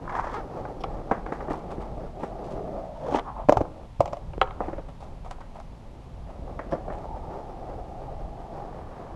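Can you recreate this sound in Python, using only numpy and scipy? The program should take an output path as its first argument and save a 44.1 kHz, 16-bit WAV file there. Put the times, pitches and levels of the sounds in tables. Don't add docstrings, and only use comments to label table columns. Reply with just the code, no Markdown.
import sys
import numpy as np
from scipy import signal
from scipy.fft import rfft, irfft
from scipy.io import wavfile

SR = 44100
rng = np.random.default_rng(int(sys.argv[2]) if len(sys.argv) > 2 else 0)


def transcribe(signal):
    frames = np.atleast_2d(signal).T
    limited = np.clip(frames, -1, 1)
    pcm = np.round(limited * 32767).astype(np.int16)
    wavfile.write(sys.argv[1], SR, pcm)


N = 403515
T = np.arange(N) / SR
HIT_T = T[:SR // 3]


# f/Hz, level/dB
ROAR_TONE = [(200, -19.5), (330, -3), (480, 2.5), (620, 2.5), (830, 1.5), (1000, -9), (1200, -8),
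             (1500, -20), (2000, -24.5), (3300, -39), (5000, -35.5), (10000, -54)]
RUMBLE_TONE = [(70, -26.5), (130, -3), (200, 1.5), (290, 3), (400, 2.5), (560, -5), (900, -58.5)]
# start/s, end/s, rise/s, fall/s, roar/dB, rumble/dB, change along the way/dB
ROLLS = [(.03, 3.135, 0.53, .03, -35.5, -39.5, -3.8), (3.51, 3.8, .012, 0.22, -41, -47, -2.5),
         (4.02, 4.36, .02, 0.22, -44, -48.5, -7), (4.59, 4.68, 0.14, 0.3, -44, -42, 6),
         (5.04, 5.11, 0.083, 0.13, -45, -50, -6), (5.28, 6.2, 0.22, 0.33, -50.5, -52, -7),
         (6.48, 6.7, 0.35, 0.43, -42, -44.5, -5), (7.0, 9.24, .7, .1, -36.7, -44, -5.5)]
# t/s, half width/s, roar/dB, rumble/dB
LEANS = [(.62, 0.056, 4.5, 4.5), (.94, 0.098, 3.5, -1.5), (1.63, 0.23, 0, 4.5), (2.13, 0.035, -9, -7),
         (2.66, 0.24, 3.5, 5.5), (2.95, 0.12, -3.5, -25), (3.085, 0.053, 11.5, 5), (8.601, 0.13, 3, 1.5)]

def rolling():
    roar = colour(grains(rate=5000, spread_db=2.0), ROAR_TONE) * undb(3.4 * walk(24))
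    rumble = colour(grains(rate=4000, spread_db=3.5), RUMBLE_TONE) * undb(0.37 * walk(26))
    drone = resonate(rng.standard_normal(N), hz=147 * np.exp(0.11 * walk(4)), width_hz=74)
    axles = (axle(pitch=1.081) + axle(pitch=0.919)) / np.sqrt(2)
    wheels = undb(-5.0) * (unit(roar) + axles) + undb(-11) * unit(drone)
    patches = undb(0.12 * walk(6.3))
    load_db = sum(np.outer([roar_db, rumble_db], bell(s, width))
                  for s, width, roar_db, rumble_db in LEANS)
    roar_gain, rumble_gain = strokes(ROLLS, follows=0.15) * undb(load_db) * patches
    return wheels * roar_gain + undb(-5.0) * unit(rumble) * rumble_gain


# t/s, f/Hz, level/dB
HOLLOW_NOTE = [(0, 890, -25), (1.0, 850, -20), (2.0, 690, -2), (2.6, 643, 0.5), (2.9, 625, 4.5),
               (3.08, 524, 0.5), (4.1, 623, -8), (5.2, 785, -18), (6.5, 593, -3), (7.1, 819, -1.5),
               (7.6, 759, -3), (8.3, 748, 0), (9.15, 707, -5)]

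def axle(pitch):
    s, hz, db = np.transpose(HOLLOW_NOTE)
    centre_hz = pitch * np.interp(T, s, hz) * np.exp(0.032 * walk(6))
    note = resonate(rng.standard_normal(N), centre_hz, width_hz=95)
    chatter = undb(1.7 * walk(22))
    return unit(note * chatter) * undb(np.interp(T, s, db))


# t/s, knock/dB, deck bending/dB, grit/dB, pitch factor, ring time factor
LANDINGS = [(3.1242, -33, -31, -58, 1.24, 0.92), (3.487, -20.5, -23, -43.5, 1.02, 0.79),
            (3.4936, -11, -21.5, -39, 0.93, 0.56), (3.5229, -17, -31, -41, 1.08, 1),
            (3.5702, -21.5, -31, -42.5, 1.38, 1.04), (3.6066, -25.5, -32.5, -59, 0.98, 1.3),
            (3.613, -30.5, -25, -53, 1.06, 0.42), (3.652, -40, -54, -79, 1.3, 0.59),
            (4.005, -16, -54, -42.5, 1.08, 1.17), (4.0565, -34, -51, -49, 1.3, 1.5),
            (4.077, -36.5, -59, -53, 1.1, 2), (4.1259, -47, -49, -60, 1.5, 0.8),
            (4.1311, -29.5, -54, -50.5, 1.09, 1.9), (4.1689, -40, -55, -59, 1.15, 1.7)]
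# f/Hz, level/dB, ring time/s
WHEEL_NOTES = [(525, 3.5, 0.026), (638, 5, 0.022), (618, -10.5, 0.072), (750, -5, 0.024),
               (866, -13.5, 0.059), (955, -3.5, 0.024), (1200, -15.5, 0.021)]
FLEX_NOTES = [(113, -13, 0.072), (174.6, 0, 0.065), (289.5, 7, 0.052)]
# f/Hz, level/dB
CRUSH_TONE = [(1200, -7), (2200, 10), (3200, 1), (3900, 1.5), (5500, 1), (7000, -3.5), (9000, -24),
              (13000, -29)]
SNAP_TONE = [(800, 1), (1700, 7), (3000, 6), (4200, -15), (7000, -4.5), (9500, -21), (14000, -26)]

def landings():
    out = np.zeros(N)
    for s, knock_db, flex_db, grit_db, pitch, length in LANDINGS:
        knock = soften(ring(WHEEL_NOTES, pitch, length, scatter_db=1.0), contact_ms=0.74)
        add(out, s, undb(knock_db) * (knock + undb(-11.5) * hit_noise(ROAR_TONE, 0.044, -3, 0.097)))
        add(out, s, undb(flex_db) * ring(FLEX_NOTES, pitch, length, scatter_db=7.0))
        add(out, s, undb(grit_db - 5.5) * hit_noise(CRUSH_TONE, 0.029, -9, 0.11))
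        add(out, s + 0.00123, undb(grit_db - 2) * hit_noise(SNAP_TONE, 0.0044, -18, 0.05))
    return out


# t/s, wood/dB, deck bending/dB, rasp/dB, pitch factor, contact/ms
CLACKS = [(0.651, -36.5, -43, -47, 1.3, 0.4), (.838, -36, -54, -47, 0.85, 1),
          (1.1117, -20, -29.5, -31.5, 1.19, 0.45), (1.1152, -35, -29, -32.5, 1.03, 0.37),
          (1.262, -37, -42, -39, 1.05, 0.44), (1.321, -30.5, -36, -36, 1.07, 0.57),
          (1.405, -43, -47, -42.5, 1.46, 0.37), (1.482, -31.5, -42, -50, 0.92, 0.41),
          (1.506, -30.5, -29, -42.5, 1, 0.52), (1.779, -54, -32, -57, 1.2, 1.1),
          (2.233, -30, -39, -44, 0.87, 0.34), (3.145, -24.5, -27.5, -40, 1, 0.37),
          (4.6035, -26.5, -34, -44, 1.1, 0.66), (4.682, -35, -34.5, -47, 1.16, 1.2),
          (4.729, -35.5, -40, -46.5, 1.18, 1.57), (4.782, -34, -50, -50, 0.71, 0.29),
          (6.594, -37.5, -44, -61, 1.4, 0.63), (6.722, -28.5, -35, -41.5, 0.8, 0.85),
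          (6.728, -30.5, -38, -48, 0.83, 0.77), (6.735, -28, -44, -56, 0.76, 0.51),
          (6.751, -39, -42, -52, 1.26, 0.6), (6.88, -34, -44, -51, 0.9, 0.5),
          (6.901, -36.5, -43, -44, 0.92, 0.41)]
# f/Hz, level/dB, ring time/s
DECK_NOTES = [(376, -8, 0.08), (430.5, -1.5, 0.066), (525, -6, 0.022), (653, -3, 0.091), (808, 4.5, 0.026),
              (929, -6.5, 0.095), (1157, -3.5, 0.027), (1320, -20, 0.065), (1670, -28, 0.05)]

def clacks():
    out = np.zeros(N)
    for s, wood_db, flex_db, rasp_db, pitch, contact_ms in CLACKS:
        notes = ring(DECK_NOTES, pitch, 1, scatter_db=3)
        wood = notes + undb(-1.0) * hit_noise(ROAR_TONE, 0.068, -5, 0.11)
        flex = ring(FLEX_NOTES, pitch, 0.99, scatter_db=5)
        add(out, s, undb(wood_db) * soften(wood, contact_ms))
        add(out, s, undb(flex_db) * soften(flex, contact_ms))
        add(out, s, undb(rasp_db) * rasp())
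    return out


# t/s, wood/dB, crack/dB, pitch factor
SLAPS = [(0.8375, -35.5, -48, 0.89), (.8405, -37, -52, 1.02), (3.1452, -31, -50, 0.74),
         (3.154, -35, -55, 0.9), (3.159, -32, -56, 0.9), (3.1715, -35, -51, 0.9), (3.186, -35, -48, 0.9),
         (3.1945, -37, -48, 0.9), (4.3343, -44, -65, 0.72), (4.4143, -17.5, -25.5, 1.0),
         (4.4282, -46, -44, 0.92), (4.474, -44, -60, 0.77), (4.508, -41.5, -61, 0.95)]
# f/Hz, level/dB, ring time/s
SLAP_NOTES = [(431, -7, 0.12), (521, -6, 0.13), (773, 2.5, 0.07), (916, -5, 0.1), (1058, 4.5, 0.041),
              (1280, 7.5, 0.035), (1405, -0.5, 0.025), (1690, -10.5, 0.05), (1955, -9.5, 0.045),
              (2240, -4.5, 0.027), (3330, -11, 0.04), (3930, -9.5, 0.024)]
# f/Hz, level/dB
CLATTER_TONE = [(150, -41), (330, 8), (800, 10.5), (1350, 3), (1650, -28), (2300, -2.5), (3400, -25),
                (4400, -19.5), (12000, -49)]
CRACK_TONE = [(700, -10), (1350, 4), (2100, 0), (2600, 3.5), (3250, 2), (3600, -11), (3950, -3),
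              (4350, -18), (5800, -29), (6800, -20), (9000, -42), (14000, -57)]

def slaps():
    out = np.zeros(N)
    for s, wood_db, crack_db, pitch in SLAPS:
        clatter = undb(-9.5) * hit_noise(CLATTER_TONE, 0.072, -17, 0.13)
        add(out, s, undb(wood_db) * (ring(SLAP_NOTES, pitch, 0.98, scatter_db=0.5) + clatter))
        add(out, s, undb(crack_db) * hit_noise(CRACK_TONE, 0.0055, -21, 0.056))
    return out


# f/Hz, level/dB
TAIL_TONE = [(120, -25), (250, 13), (330, 0), (470, -3), (650, 5.5), (900, 11), (1350, -14), (1800, -36),
             (3400, -22), (6000, -75)]

def pop():
    s, hold_s, rise_s, fall_s = 3.148, 0.045, 0.0071, 0.0061
    graze = (s - rise_s, s, 0.19, fall_s, -33.5, -55.5, 0)
    bite = (s, s + hold_s, rise_s, fall_s, -28.5, -46, -6)
    return scrape([graze, bite], TAIL_TONE, slip_db=2.0, rasp_db=3.5, grit_db=7.0)


# t/s, level/dB, f/Hz
THUDS = [(3.486, -28.5, 168), (3.568, -27.5, 115), (3.584, -29, 74.4), (3.611, -32, 104),
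         (3.9975, -25, 113), (4.041, -38, 100), (4.125, -37, 118), (4.38, -34, 437), (4.384, -41, 109),
         (6.393, -38, 143), (6.423, -32, 60)]

def thuds():
    out = np.zeros(N)
    for s, db, hz in THUDS:
        add(out, s, undb(db) * burst(fade(5 / hz) * np.sin(2 * np.pi * hz * HIT_T)))
    return out


# t/s, half width/s, level/dB, f/Hz
HALF_TURNS = [(3.29, 0.032, -36.5, 1030), (3.399, 0.042, -35.5, 784)]

def spin():
    whirr_tone = [(300, 20.0), (600, 17.0), (850, 31.0), (1150, 20.0),  # f/Hz, level/dB
                  (1600, -2), (3000, -15), (8000, -50)]
    rush = undb(-3) * unit(colour(rng.standard_normal(N), whirr_tone))
    out = np.zeros(N)
    for s, width, db, hz in HALF_TURNS:
        glide_hz = hz * 2 ** np.clip(2.5 * (s - T), -1, 1)
        note = unit(resonate(rng.standard_normal(N), glide_hz, width_hz=370))
        out += undb(db) * bell(s, width) * (rush + note)
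    return out


# start/s, end/s, rise/s, fall/s, rasp/dB, grit/dB, change along the way/dB
PUSH_DRAGS = [(.09, .2, 0.075, 0.031, -43, -63.5, 10), (.245, .285, 0.048, 0.13, -33.5, -56, -6.5),
              (.345, .37, 0.069, 0.097, -41, -55, -7)]
# f/Hz, level/dB
PUSH_TONE = [(350, -37), (600, -16), (820, 17.5), (1150, 15), (1400, 5.5), (1750, 4.5), (2200, -7),
             (3500, -34), (6000, -58)]

def push_off():
    return scrape(PUSH_DRAGS, PUSH_TONE, slip_db=1.5, rasp_db=1.0, grit_db=4.0)


# f/Hz, level/dB
GRIT_TONE = [(600, -17), (1400, 16), (2800, 1.5), (3350, 5.5), (3800, 0), (6000, -0.5), (8500, -11),
             (11000, -17), (14000, -62)]

def scrape(drags, tone, slip_db, rasp_db, grit_db):
    fits = undb(slip_db * walk(110))
    slips = grains(rate=3000, spread_db=2) * fits
    sand = grains(rate=5000, spread_db=4) * fits
    rasp_gain, grit_gain = strokes(drags, follows=0.89)
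    return (undb(rasp_db) * unit(colour(slips, tone)) * rasp_gain
            + undb(grit_db) * unit(colour(sand, GRIT_TONE)) * grit_gain)


# t/s, slip rate/Hz, level/dB
JUDDER = [(.315, 420, -45), (0.346, 417, -32.5), (.362, 423, -29.5), (0.385, 474, -38.5), (.408, 390, -37),
          (.435, 420, -71)]
# f/Hz, level/dB
JUDDER_TONE = [(200, -10), (400, -2), (830, 1.5), (1250, 0.5), (1700, -9), (2100, -15), (2500, -23),
               (2900, -27), (4200, -29), (9000, -55)]

def judder():
    s, hz, db = np.transpose(JUDDER)
    slip_hz = np.interp(T, s, hz) * (1 + 0.045 * walk(300))
    cycles = np.cumsum(slip_hz) / SR
    slips = np.diff(np.floor(cycles), prepend=0) * undb(3.1 * walk(400))
    gain = undb(np.interp(T, s, db, left=-np.inf, right=-np.inf))
    return unit(colour(slips - slips.mean(), JUDDER_TONE)) * gain


# t/s, tick/dB, rasp/dB, pitch factor
CATCHES = [(.077, -37, -52, 1.3), (.094, -37, -38.5, 1.03), (0.1216, -35.5, -47, 1.02),
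           (.139, -36, -52, 0.93), (0.1511, -34.5, -34, 1.27), (.166, -32, -45, 1.05),
           (.179, -35, -50, 1.2), (.189, -29, -40, 1.12), (.194, -30.5, -41, 0.96), (0.201, -37, -54, 1.0),
           (.242, -37, -43, 0.83), (.27, -35, -41, 0.73), (5.026, -43.5, -65, 1.0), (5.262, -44, -64, .94),
           (5.309, -42, -48.5, 1.02), (5.384, -47, -68, 0.92), (5.411, -49, -51.5, 1.14),
           (5.588, -45, -67, 0.82), (6.293, -48, -69, 0.83), (6.591, -38.5, -38.5, 1.1)]
# f/Hz, level/dB, ring time/s
TICK_NOTES = [(795, 8, 0.036), (970, 0.5, 0.055), (1107, -2, 0.021), (1347, -7.5, 0.026)]

def catches():
    out = np.zeros(N)
    for s, tick_db, rasp_db, pitch in CATCHES:
        tick = ring(TICK_NOTES, pitch, 1, scatter_db=4.0)
        add(out, s, undb(tick_db) * tick + undb(rasp_db) * rasp())
    return out


# f/Hz, level/dB
RASP_TONE = [(600, 0.5), (1200, 5), (1850, 1.5), (2300, -8.5), (2750, -18), (4000, -27), (6500, -31),
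             (14000, -60)]

def rasp():
    pressure = (1 - fade(0.0081)) * (fade(0.021) + undb(-13.5) * fade(0.25))
    return burst(colour(rng.standard_normal(len(HIT_T)) * pressure, RASP_TONE))


# t/s, rub/dB, sand/dB, length/s
SCUFFS = [(1.32, -38, -59, 0.14), (1.498, -29.5, -53, 0.17), (1.705, -29.5, -52, 0.079),
          (1.802, -37, -59, 0.13), (2.194, -37.5, -59, 0.16), (2.224, -49, -57, 0.14),
          (2.441, -60, -53, 0.079), (2.504, -43, -57, 0.13), (4.604, -37, -61, 0.24),
          (4.883, -41.5, -60, 0.055), (5.002, -44, -55, 0.097), (5.062, -49, -71, 0.07),
          (5.246, -40, -57.5, 0.1), (5.307, -34.5, -48.5, 0.047), (5.406, -40, -56, 0.025),
          (5.545, -42.5, -62, 0.14), (5.6, -39, -56, 0.023), (6.289, -44, -69, 0.099),
          (6.708, -37, -56, 0.12), (6.92, -35, -58, 0.1), (6.98, -36, -59, 0.03)]
# f/Hz, level/dB
RUB_TONE = [(250, -19), (550, 5.5), (800, 8), (1300, -2), (1550, -13), (2500, -16), (5000, -49)]
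SAND_TONE = [(900, 0), (1700, 6), (3000, 9), (5000, 3.5), (7500, 0), (10500, -9), (14000, -36)]

def scuffs():
    rub_gain, sand_gain = np.zeros(N), np.zeros(N)
    for s, rub_db, sand_db, length in SCUFFS:
        pressure = (1 - fade(0.22 * length)) * fade(2 * length)
        add(rub_gain, s, undb(rub_db) * pressure)
        add(sand_gain, s, undb(sand_db) * pressure)
    return (rub_gain * unit(colour(grains(rate=1700, spread_db=2.0), RUB_TONE))
            + sand_gain * unit(colour(grains(rate=5000, spread_db=4.5), SAND_TONE)))


# t/s, half width/s, level/dB
BRUSHES = [(.813, 0.0084, -53.5), (.84, 0.0033, -47), (2.25, .04, -69), (6.728, 0.019, -57)]
# f/Hz, level/dB
BRUSH_TONE = [(1500, -20), (3200, 4), (3900, -5), (4600, -2), (5500, 4), (6500, -17), (11000, -20.5),
              (14000, -45)]

def brushes():
    hiss = unit(colour(grains(rate=7200, spread_db=1.5), BRUSH_TONE))
    return hiss * sum(undb(db) * bell(s, width) for s, width, db in BRUSHES)


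def late_swell():
    swell_s, rise_s = 8.68, 0.48
    gain = undb(-52.5 - 20 * np.maximum(swell_s - T, 0) / rise_s)
    return unit(colour(grains(rate=2000, spread_db=0.5), PUSH_TONE)) * gain


# f/Hz, level/dB
ECHO_TONE = [(100, -9.5), (300, -2.5), (700, -6.5), (1400, -4.5), (3000, -17.5), (10000, -2.5)]

def park_echo(x, wet_db, t60):
    t = T[:SR]
    shape = np.exp(-np.log(1000) * t / t60) * (1 - np.exp(-t / 0.0066))
    tail = colour(rng.standard_normal(SR) * shape, ECHO_TONE)
    return undb(wet_db) * signal.fftconvolve(x, tail / np.sqrt(np.sum(tail ** 2)))[:N]


# f/Hz, level/dB
WIND_TONE = [(8.8, -20), (15, 4), (41, 3.5), (96, -7), (170, -10.5), (220, -38), (370, -120)]

def wind():
    flutter = colour(rng.standard_normal(N), WIND_TONE, size=16384) * undb(2.1 * walk(9.8))
    return unit(flutter) * undb(-40.5 + 1.5 * walk(4.4))


# f/Hz, level/dB
TOWN_TONE = [(65, -55.5), (110, -5.5), (152, -8.5), (194, -7.5), (228, -5), (274, -9), (309, -37.5),
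             (544, -18), (903, -15), (1530, -29.5), (1730, -29), (3040, -31.5), (3580, -33), (11800, -48.5),
             (13900, -103)]

def town():
    return unit(colour(rng.standard_normal(N), TOWN_TONE)) * undb(-52 + 0.093 * walk(2.7))


def ring(notes, pitch, length, scatter_db):
    spot = undb(scatter_db * rng.standard_normal(len(notes)))
    return burst(sum((-1) ** k * spot[k] * undb(db) * fade(t60 * length)
                     * np.sin(2 * np.pi * hz * pitch * HIT_T) for k, (hz, db, t60) in enumerate(notes)))


def hit_noise(tone, t60, rattle_db, rattle_t60):
    shape = fade(t60) + undb(rattle_db) * fade(rattle_t60)
    return burst(colour(rng.standard_normal(len(HIT_T)) * shape, tone))


def soften(x, contact_ms):
    push = np.sin(np.pi * np.minimum(1e3 * HIT_T[:256] / max(contact_ms, .1), 1)) ** 2
    return burst(np.convolve(x, push)[:len(x)])


def grains(rate, spread_db):
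    hit = rng.random(N) < rate / SR
    return unit(hit * rng.standard_normal(N) * undb(spread_db * np.minimum(rng.exponential(size=N), 4)))


def colour(x, tone, size=4096):
    hz, db = np.transpose(tone)
    f = np.maximum(np.fft.rfftfreq(size, 1 / SR), 1)
    cepstrum = irfft(np.log(undb(np.interp(np.log(f), np.log(hz), db))))
    cepstrum[1:size // 2] *= 2
    cepstrum[size // 2 + 1:] = 0
    return signal.fftconvolve(x, irfft(np.exp(rfft(cepstrum))))[:len(x)]


def resonate(x, hz, width_hz):
    turn = np.exp(2j * np.pi * np.cumsum(hz) / SR)
    lowpass = signal.butter(2, width_hz / 2, fs=SR, output="sos")
    return np.real(turn * signal.sosfilt(lowpass, x / turn))


def strokes(rows, follows):
    return sum(np.array([undb(first_db) * envelope(*timing, change_db),
                         undb(second_db) * envelope(*timing, follows * change_db)])
               for *timing, first_db, second_db, change_db in rows)


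def envelope(start, end, rise_s, fall_s, change_db):
    before = np.maximum(start - T, 0) / max(rise_s, 1e-3)
    after = np.maximum(T - end, 0) / max(fall_s, 1e-3)
    return undb(np.interp(T, [start, end], [0, change_db]) - 20 * np.minimum(before + after, 10))


def bell(s, half_width_s):
    return np.exp(-np.minimum(((T - s) / half_width_s) ** 2, 20))


def fade(t60):
    return np.exp(-np.log(1000) * HIT_T / max(t60, 1e-3))


def walk(rate):
    step = max(int(SR / rate), 1)
    return np.interp(np.arange(N) / step, np.arange(4096), rng.standard_normal(4096))


def undb(db):
    return np.exp(np.asarray(db) * (np.log(10) / 20))


def unit(x):
    return x / np.sqrt(np.mean(x ** 2))


def burst(x):
    return x / np.sqrt(np.sum(x ** 2) / (.02 * SR))


def add(out, s, x):
    i = int(s * SR)
    out[i:i + len(x)] += x[:N - i]


def scene():
    direct = (landings() + clacks() + catches() + slaps() + thuds() + rolling() + late_swell()
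              + scuffs() + brushes() + judder() + pop() + spin() + push_off())
    return (direct + park_echo(direct, wet_db=-15.0, t60=0.5) + town() + wind())[None]


def record(dry):
    lowpass = signal.ellip(8, .2, 70, 14000, fs=SR, output="sos")
    return signal.sosfilt(lowpass, np.clip(dry, -1, 1))


dry = scene()
out = record(dry)
transcribe(out)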